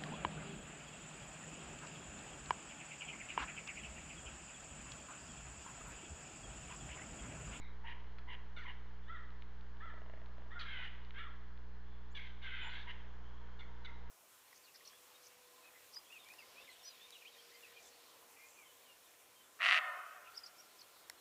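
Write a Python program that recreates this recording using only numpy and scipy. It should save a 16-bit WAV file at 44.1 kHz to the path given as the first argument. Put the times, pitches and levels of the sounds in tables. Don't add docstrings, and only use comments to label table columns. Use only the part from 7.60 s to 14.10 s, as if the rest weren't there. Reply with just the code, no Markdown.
import sys
import numpy as np
from scipy import signal
from scipy.fft import rfft, irfft
from scipy.io import wavfile

SR = 44100
rng = np.random.default_rng(int(sys.argv[2]) if len(sys.argv) > 2 else 0)


def gain_from_db(level_db):
    decades = np.asarray(level_db, float) / 20
    return 10 ** decades


def transcribe(signal):
    frames = np.atleast_2d(signal).T
    limited = np.clip(frames, -1, 1)
    pcm = np.round(limited * 32767).astype(np.int16)
    wavfile.write(sys.argv[1], SR, pcm)


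N = 286650


def rms_one(x):
    return x / np.sqrt(np.mean(x ** 2) + 1e-20)


def at_hz(points, hz):
    points = np.array(points)
    return np.interp(np.log(hz), np.log(points[:, 0]), points[:, 1])


def in_time(rows):
    s, *columns = np.transpose(rows)
    return [np.interp(np.arange(N) / SR, s, c) for c in columns]


def filtered(x, spectrum):
    hz = np.maximum(np.fft.rfftfreq(N, 1 / SR), 1)
    return irfft(rfft(x) * gain_from_db(at_hz(spectrum, hz)), N)


def coloured(spectrum):
    return rms_one(filtered(rng.standard_normal(N), spectrum))


def wobble(rate_hz, size):
    knots = signal.lfilter([1], [1, -.5], rng.standard_normal(2000))
    return rms_one(np.interp(np.arange(size) * rate_hz / SR % 1999, np.arange(2000), knots))


def ring(clicks, hz, t60_s):
    radius, angle = gain_from_db(-60 / (t60_s * SR)), 2 * np.pi * hz / SR
    return signal.lfilter([0, np.sin(angle)], [1, -2 * radius * np.cos(angle), radius ** 2], clicks + 1e-18)


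def add(out, start_s, sound, fade_s=0.0013):
    i = max(round(start_s * SR), 0)
    sound = sound[:N - i]
    k = np.arange(len(sound))
    out[i:i + len(sound)] += sound * np.clip(np.minimum(k, k[::-1]) / (fade_s * SR), 0, 1)


def voice(rows, throat, jitter, rough, smear_hz):
    s, *columns = np.transpose(rows)
    t = np.arange(s[0], s[-1], 1 / SR)
    pitch_hz, level_db, tilt_db = [np.interp(t, s, c) for c in columns]
    phase = 2 * np.pi * np.cumsum(pitch_hz * (1 + jitter * wobble(90, len(t)))) / SR
    partials = np.arange(1, 13)[:, None]
    hz = partials * pitch_hz
    gains = gain_from_db(at_hz(throat, hz) + tilt_db * np.log2(hz / 2000))
    gains /= np.sqrt(np.sum(gains ** 2, axis=0) / 2)
    turn = partials * phase + rng.uniform(0, 2 * np.pi, partials.shape)
    noisy = 1 - (1 - rough) ** partials
    a, b = [np.array([wobble(smear_hz * k, len(t)) for k in partials[:, 0]]) for part in "ab"]
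    rasp = (a * np.sin(turn) + b * np.cos(turn)) / np.sqrt(2)
    mixed = np.sqrt(1 - noisy) * np.sin(turn) + np.sqrt(noisy) * rasp
    return gain_from_db(level_db) * np.sum(gains * mixed, axis=0)


def calls(tables, throat, jitter, rough, smear_hz, fade_s):
    out = np.zeros(N)
    for rows in tables:
        add(out, rows[0][0], voice(rows, throat, jitter, rough, smear_hz), fade_s)
    return out


# multiple, level_db (rms)
HUM = [(1, -53.5), (3, -67), (5, -76.5), (7, -75), (9, -88.5)]
# centre_hz, width_hz, level_db (rms)
CAMERA_WHINE = [(2100, 41, -89.5), (4200, 160, -85), (4760, 85, -94.5)]


def camera():
    mains_hz = 59.976
    t = np.arange(N) / SR
    hum = sum(np.sqrt(2) * gain_from_db(db) * np.sin(2 * np.pi * k * mains_hz * t + k) for k, db in HUM)
    noise = rng.standard_normal(N)
    return hum + sum(gain_from_db(db) * rms_one(ring(noise, hz, 1.4 / width)) for hz, width, db in CAMERA_WHINE)


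# frequency_hz, level_db (per Hz)
AIR = [(20, -4), (40, 12.5), (120, -1.5), (230, -12), (500, -8), (1000, -1.5), (1250, -2.5), (1700, -1),
       (2150, -9), (2600, -13.5), (3300, -11), (4300, -26.5), (5200, -27), (6600, -32), (7500, -49.5)]
# frequency_hz, level_db (per Hz)
RUMBLE = [(70, -22), (105, -11.5), (121, -3), (140, -7), (300, -11.5), (500, -8), (800, -32)]
# time_s, level_db
TRAFFIC = [
    (0, 1),
    (1.6, 0.4),
    (3.1, 1.2),
    (4.3, -2),
    (4.9, 1.1),
    (5.2, 3),
    (6.5, 3),
]


def air():
    near_db, = in_time(TRAFFIC)
    hiss = gain_from_db(-65.5 + 0.42 * near_db) * coloured(AIR)
    rumble = gain_from_db(-74 + near_db) * coloured(RUMBLE)
    engine_note = gain_from_db(-81.5 + 2.5 * near_db) * rms_one(ring(rng.standard_normal(N), 117.7, 0.36))
    whine_db = -73.5 + 0.99 * near_db + 1.5 * wobble(2.5, N)
    whine = gain_from_db(whine_db) * rms_one(ring(rng.standard_normal(N), 958, 0.0092))
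    return hiss + whine + rumble + engine_note


def wood(x):
    t60_s, dull_hz, build_s = 0.74, 4960, 0.0029
    t = np.arange(SR) / SR
    tail = rng.standard_normal(SR) * gain_from_db(-60 * t / t60_s) * (1 - np.exp(-t / build_s))
    tail = signal.sosfilt(signal.butter(1, dull_hz, fs=SR, output="sos"), tail)
    swaying = x * wobble(450, N)
    return signal.fftconvolve(swaying, tail / np.sqrt(np.sum(tail ** 2)))[:N]


# start_s, length_s, pitch_hz, start_db, end_db
FAR_NOTES = [
    (0, 0.17, 2126, -62.5, -77),
    (0, 0.15, 3850, -64, -81),
    (4.809, .09, 821, -60.5, -76),
    (1.41, .08, 3400, -79, -78),
    (4.249, 0.28, 3470, -78, -83),
    (5.468, 0.12, 3450, -80, -82),
    (5.629, 0.35, 3220, -73.5, -82),
]
# frequency_hz, level_db
FAR_THROAT = [(2000, 0), (4000, 0), (4200, -30), (5000, -60)]
# frequency_hz, level_db
MOTOR_BODY = [(300, -14), (470, -6), (940, -2.5), (1400, -21), (2000, -60)]


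def far_sounds():
    notes = [[(s, hz, start_db, 0), (s + long, hz, end_db, 0)] for s, long, hz, start_db, end_db in FAR_NOTES]
    start_s, length_s, pitch_hz, level_db, tilt_db = 5.6, 6, 473.5, -73.5, 2.5
    rise_s, start_db = 0.21, -14
    motor = [(start_s, pitch_hz, level_db + start_db, tilt_db),
             (start_s + rise_s, pitch_hz, level_db, tilt_db),
             (start_s + length_s, pitch_hz, level_db, tilt_db)]
    birds = calls(notes, FAR_THROAT, .012, .97, 800, .02)
    return birds + calls([motor], MOTOR_BODY, .008, .4, 40, .02)


# start_s, peak_db, centre_hz
TICKS = [(.585, -53, 2100), (1.705, -61.5, 3300), (1.8223, -52.5, 2970), (2.01, -62, 3600),
         (2.1695, -65, 3380), (2.6597, -59.5, 3400), (3.449, -58, 3620), (3.5073, -52, 3000),
         (3.9756, -62, 3360), (4.352, -67.5, 2950), (5.873, -68, 3020)]


def ticks():
    out, click = np.zeros(N), np.eye(1, 900)[0]
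    click = signal.sosfilt(signal.butter(2, 4500, fs=SR, output="sos"), click) * 4
    for s, db, hz in TICKS:
        crack = ring(click, .74 * hz, .004) - ring(click, hz, .005) + ring(click, 1.28 * hz, .004)
        add(out, s, gain_from_db(db - 4.5) * crack, fade_s=1 / SR)
    return out


# start_s, peak_db
DRUM = [(2.257, -55.5), (2.298, -68), (2.34, -54.5), (2.379, -59), (2.418, -54.5), (2.462, -57),
        (2.498, -52.5), (2.537, -52), (2.575, -58), (2.617, -56), (2.748, -74.5), (2.782, -56),
        (2.821, -60), (2.862, -61)]
# start_s, peak_db
KNOCKS = [
    (.972, -57.5),
    (3.191, -57.5),
]
# frequency_hz, level_db, t60_s
TRUNK = [(656, 2.5, 0.026), (1000, -0.5, 0.012), (1880, 2, 0.0068), (2770, -6.5, 0.015)]


def woodpecker():
    blows = np.vstack([DRUM, KNOCKS])
    at, out = np.round(blows[:, 0] * SR).astype(int), np.zeros(N)
    chance = rng.standard_normal((len(blows), len(TRUNK)))
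    for (hz, mode_db, t60_s), spread in zip(TRUNK, chance.T):
        clicks = np.zeros(N)
        clicks[at] = gain_from_db(blows[:, 1] + mode_db + 1.5 * spread)
        out += ring(clicks, hz, t60_s)
    return signal.sosfilt(signal.butter(2, 3500, fs=SR, output="sos"), out)


def whistles(tables, jitter, flutter_db):
    out = np.zeros(N)
    for rows in tables:
        s, hz, db = np.transpose(rows)
        t = np.arange(s[0], s[-1], 1 / SR)
        phase = 2 * np.pi * np.cumsum(np.interp(t, s, hz) * (1 + jitter * wobble(100, len(t)))) / SR
        level_db = np.interp(t, s, db) + flutter_db * wobble(120, len(t))
        add(out, s[0], np.sqrt(2) * gain_from_db(level_db) * np.sin(phase))
    return out


# start_s, length_s, middle_hz, level_db
WHISTLES = [
    (5.003, .085, 7030, -71),
    (5.092, .023, 7080, -75),
    (5.125, .025, 7250, -78),
]


def thin_song():
    start_s, length_s, start_hz, end_hz, slur_db = 4.503, .042, 6250, 7750, -78
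    edge_db, dip_hz_per_s = -12, 8500
    slur = [(start_s + u * length_s, start_hz + u * (end_hz - start_hz), slur_db + edge * edge_db)
            for u, edge in [(0, .7), (.3, 0), (.65, 0), (1, .5)]]
    tables = [slur]
    for s, long, hz, db in WHISTLES:
        tables.append([(s + u * long, hz + up * dip_hz_per_s * long, db + up * edge_db)
                       for u, up in [(0, 1), (.2, .4), (.55, 0), (.9, 0), (1, .3)]])
    return whistles(tables, .012, 3.5)


# start_s, length_s, top_hz, level_db
ARCHES = [
    (1.472, 0.11, 695, -55.5),
    (2.197, .122, 684, -57),
    (2.902, 0.14, 710, -56),
    (3.575, 0.11, 697, -56.5),
]
# frequency_hz, level_db
ARCH_THROAT = [(500, -28.5), (900, -11.5), (1350, 2), (1900, -0.5), (2300, -21), (2800, -25), (3200, -15.5),
               (3700, -14.5), (4200, -43), (5500, -58)]


def arches():
    depth, top_at, edge_db, tilt_db = 0.23, .47, -1, 2.5
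    u = np.linspace(0, 1, 15)
    bend = np.where(u < top_at, 1 - u / top_at, (u - top_at) / (1 - top_at)) ** 2
    tables = [np.transpose([s + long * u, hz * (1 - depth * bend), db + edge_db * bend, tilt_db + 0 * u])
              for s, long, hz, db in ARCHES]
    return calls(tables, ARCH_THROAT, .012, .2, 130, .012)


# frequency_hz, level_db
CHIP_THROAT = [(500, -37), (1000, -19.5), (1400, 4), (1920, -4), (2920, -1), (3720, -4.5), (4650, -8.5),
               (5300, -24), (5900, -13), (7000, -42)]


def chips(table, fall_per_s, rough):
    out, hz = np.zeros(N), np.geomspace(300, 9000, 60)
    for s, pitch, long, db, beak_hz in table:
        fall = fall_per_s * long
        rows = [(s, pitch, db, 0),
                (s + 0.38 * long, pitch * (1 - 0.27 * fall), db, 0),
                (s + long, pitch * (1 - fall), db - 0.6, 0)]
        throat = at_hz(CHIP_THROAT, hz) + 14 * np.exp(-(np.log2(hz / beak_hz) / .2) ** 2)
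        add(out, s, voice(rows, np.transpose([hz, throat]), .008, rough, 200), fade_s=.006)
    return out


# start_s, pitch_hz, length_s, level_db, beak_hz
CLEAR_CHIPS = [
    (.96, 743, 0.032, -58.5, 3660),
    (4.547, 589, 0.037, -50.5, 3310),
]
# start_s, pitch_hz, length_s, level_db, beak_hz
CHIPS = [
    (0.581, 703, 0.019, -61.5, 4580),
    (.962, 743, 0.035, -58.5, 2220),
    (.962, 716, 0.04, -57, 1510),
    (2.989, 648, 0.034, -50, 4240),
    (3.005, 574, 0.035, -53, 3160),
    (5.99, 734, 0.026, -58, 3720),
    (6.245, 745, 0.023, -50, 3670),
    (6.245, 701, 0.017, -63, 1410),
]
# start_s, pitch_hz, length_s, level_db, beak_hz
HOARSE_CHIPS = [
    (4.59, 552.4, 0.092, -60.5, 2270),
    (4.59, 567, .13, -64.5, 3380),
    (4.82, 591, .07, -58.5, 3430),
    (5.09, 578, .15, -59.5, 3770),
    (3.03, 560, 0.049, -61, 3280),
    (6.004, 708, 0.034, -61.5, 2100),
    (6.258, 693, 0.053, -60, 2030),
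]
# start_s, pitch_hz, length_s, level_db, beak_hz
SLURS = [
    (.985, 751, 0.065, -58, 1880),
    (4.57, 593, 0.035, -53.5, 2200),
]


def sharp_calls():
    clear = chips(CLEAR_CHIPS, fall_per_s=2.9, rough=.07)
    coarse = chips(CHIPS, fall_per_s=2.8, rough=.2)
    hoarse = chips(HOARSE_CHIPS, fall_per_s=0.76, rough=.65)
    return clear + coarse + hoarse + chips(SLURS, fall_per_s=4.5, rough=.15)


# start_s, length_s, pitch_hz, level_db, brightness_db_per_octave
CHUCKS = [
    (0.232, 0.11, 964, -52, 1),
    (0.67, 0.098, 982, -52, 0),
    (1.041, 0.093, 1006, -52.5, -2.5),
    (3.186, 0.11, 962, -53.5, 4),
    (5.016, 0.09, 935, -55, -5),
    (5.262, 0.068, 962, -50.5, 3),
]
# frequency_hz, level_db
CHUCK_THROAT = [(400, -25), (650, -2), (950, -6.5), (1300, -24), (2000, 2.5), (2450, -13), (2950, 3),
                (3500, -15.5), (4200, -16.5), (6000, -43.5)]


def chucks():
    tables = [[(s, .97 * hz, db - 8.0, tilt - 11),
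               (s + 0.39 * long, hz, db - 0.5, tilt - 4),
               (s + .7 * long, 0.95 * hz, db, tilt),
               (s + long, 1.04 * hz, db - 8.5, tilt - 2)] for s, long, hz, db, tilt in CHUCKS]
    return calls(tables, CHUCK_THROAT, .03, .7, 480, .015)


# start_s, length_s, start_hz, end_hz, level_db
SCREAMS = [
    (3.041, 0.23, 549.6, 489.3, -51.5),
    (3.535, 0.12, 513.5, 596.5, -51.5),
    (4.814, .3, 537, 487.6, -50.5),
    (5.094, 0.13, 496.6, 563, -53),
]
# frequency_hz, level_db
SCREAM_THROAT = [(700, -45.5), (850, -18.5), (1250, -17), (1560, 6.5), (1800, 3.5), (2110, 4.5), (2450, 1),
                 (2850, 1.5), (3330, 4.5), (3900, -13.5), (4500, -22), (5000, -36.5), (6500, -54.5)]


def screams():
    attack_s, release_s, start_db, end_db = .055, .07, -8.5, -6
    tilt_db = (-4, -0.5, 4.5, -3)
    tables = []
    for s, long, start_hz, end_hz, db in SCREAMS:
        at = np.array([0, attack_s, long - release_s, long])
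        level_db = db + np.array([start_db, 0, 0, end_db])
        pitch_hz = start_hz + (end_hz - start_hz) * at / long
        tables.append(np.transpose([s + at, pitch_hz, level_db, tilt_db]))
    return calls(tables, SCREAM_THROAT, .011, .25, 200, .015)


# frequency_hz, level_db
MICROPHONE = [(1000, 1.5), (2400, 2.5), (2650, -3.5), (2900, 1.5), (4500, -3), (5200, -7), (6500, 0.5)]


def microphone(x):
    return filtered(x, MICROPHONE)


def scene():
    harsh, arched, short, thin, far = screams(), arches(), chucks(), thin_song(), far_sounds()
    sharp = sharp_calls()
    knocks = woodpecker() + ticks()
    direct = harsh + short + arched + sharp + knocks + thin + far
    scattered = gain_from_db(-9.0) * harsh + gain_from_db(-12.5) * short + gain_from_db(-6.5) * arched
    scattered += gain_from_db(-9.5) * sharp + gain_from_db(-14.5) * knocks + gain_from_db(-23) * thin
    return (microphone(direct + wood(scattered)) + air() + camera())[None]


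def low_pass(x):
    return signal.sosfilt(signal.butter(12, 7800, fs=SR, output="sos"), x)


def record(dry):
    cutoff_hz, offset = 8060, .00919
    narrow = signal.sosfilt(signal.cheby2(10, 45, cutoff_hz, fs=SR, output="sos"), dry)
    return low_pass(narrow + offset)


dry = scene()
out = record(dry)
transcribe(out)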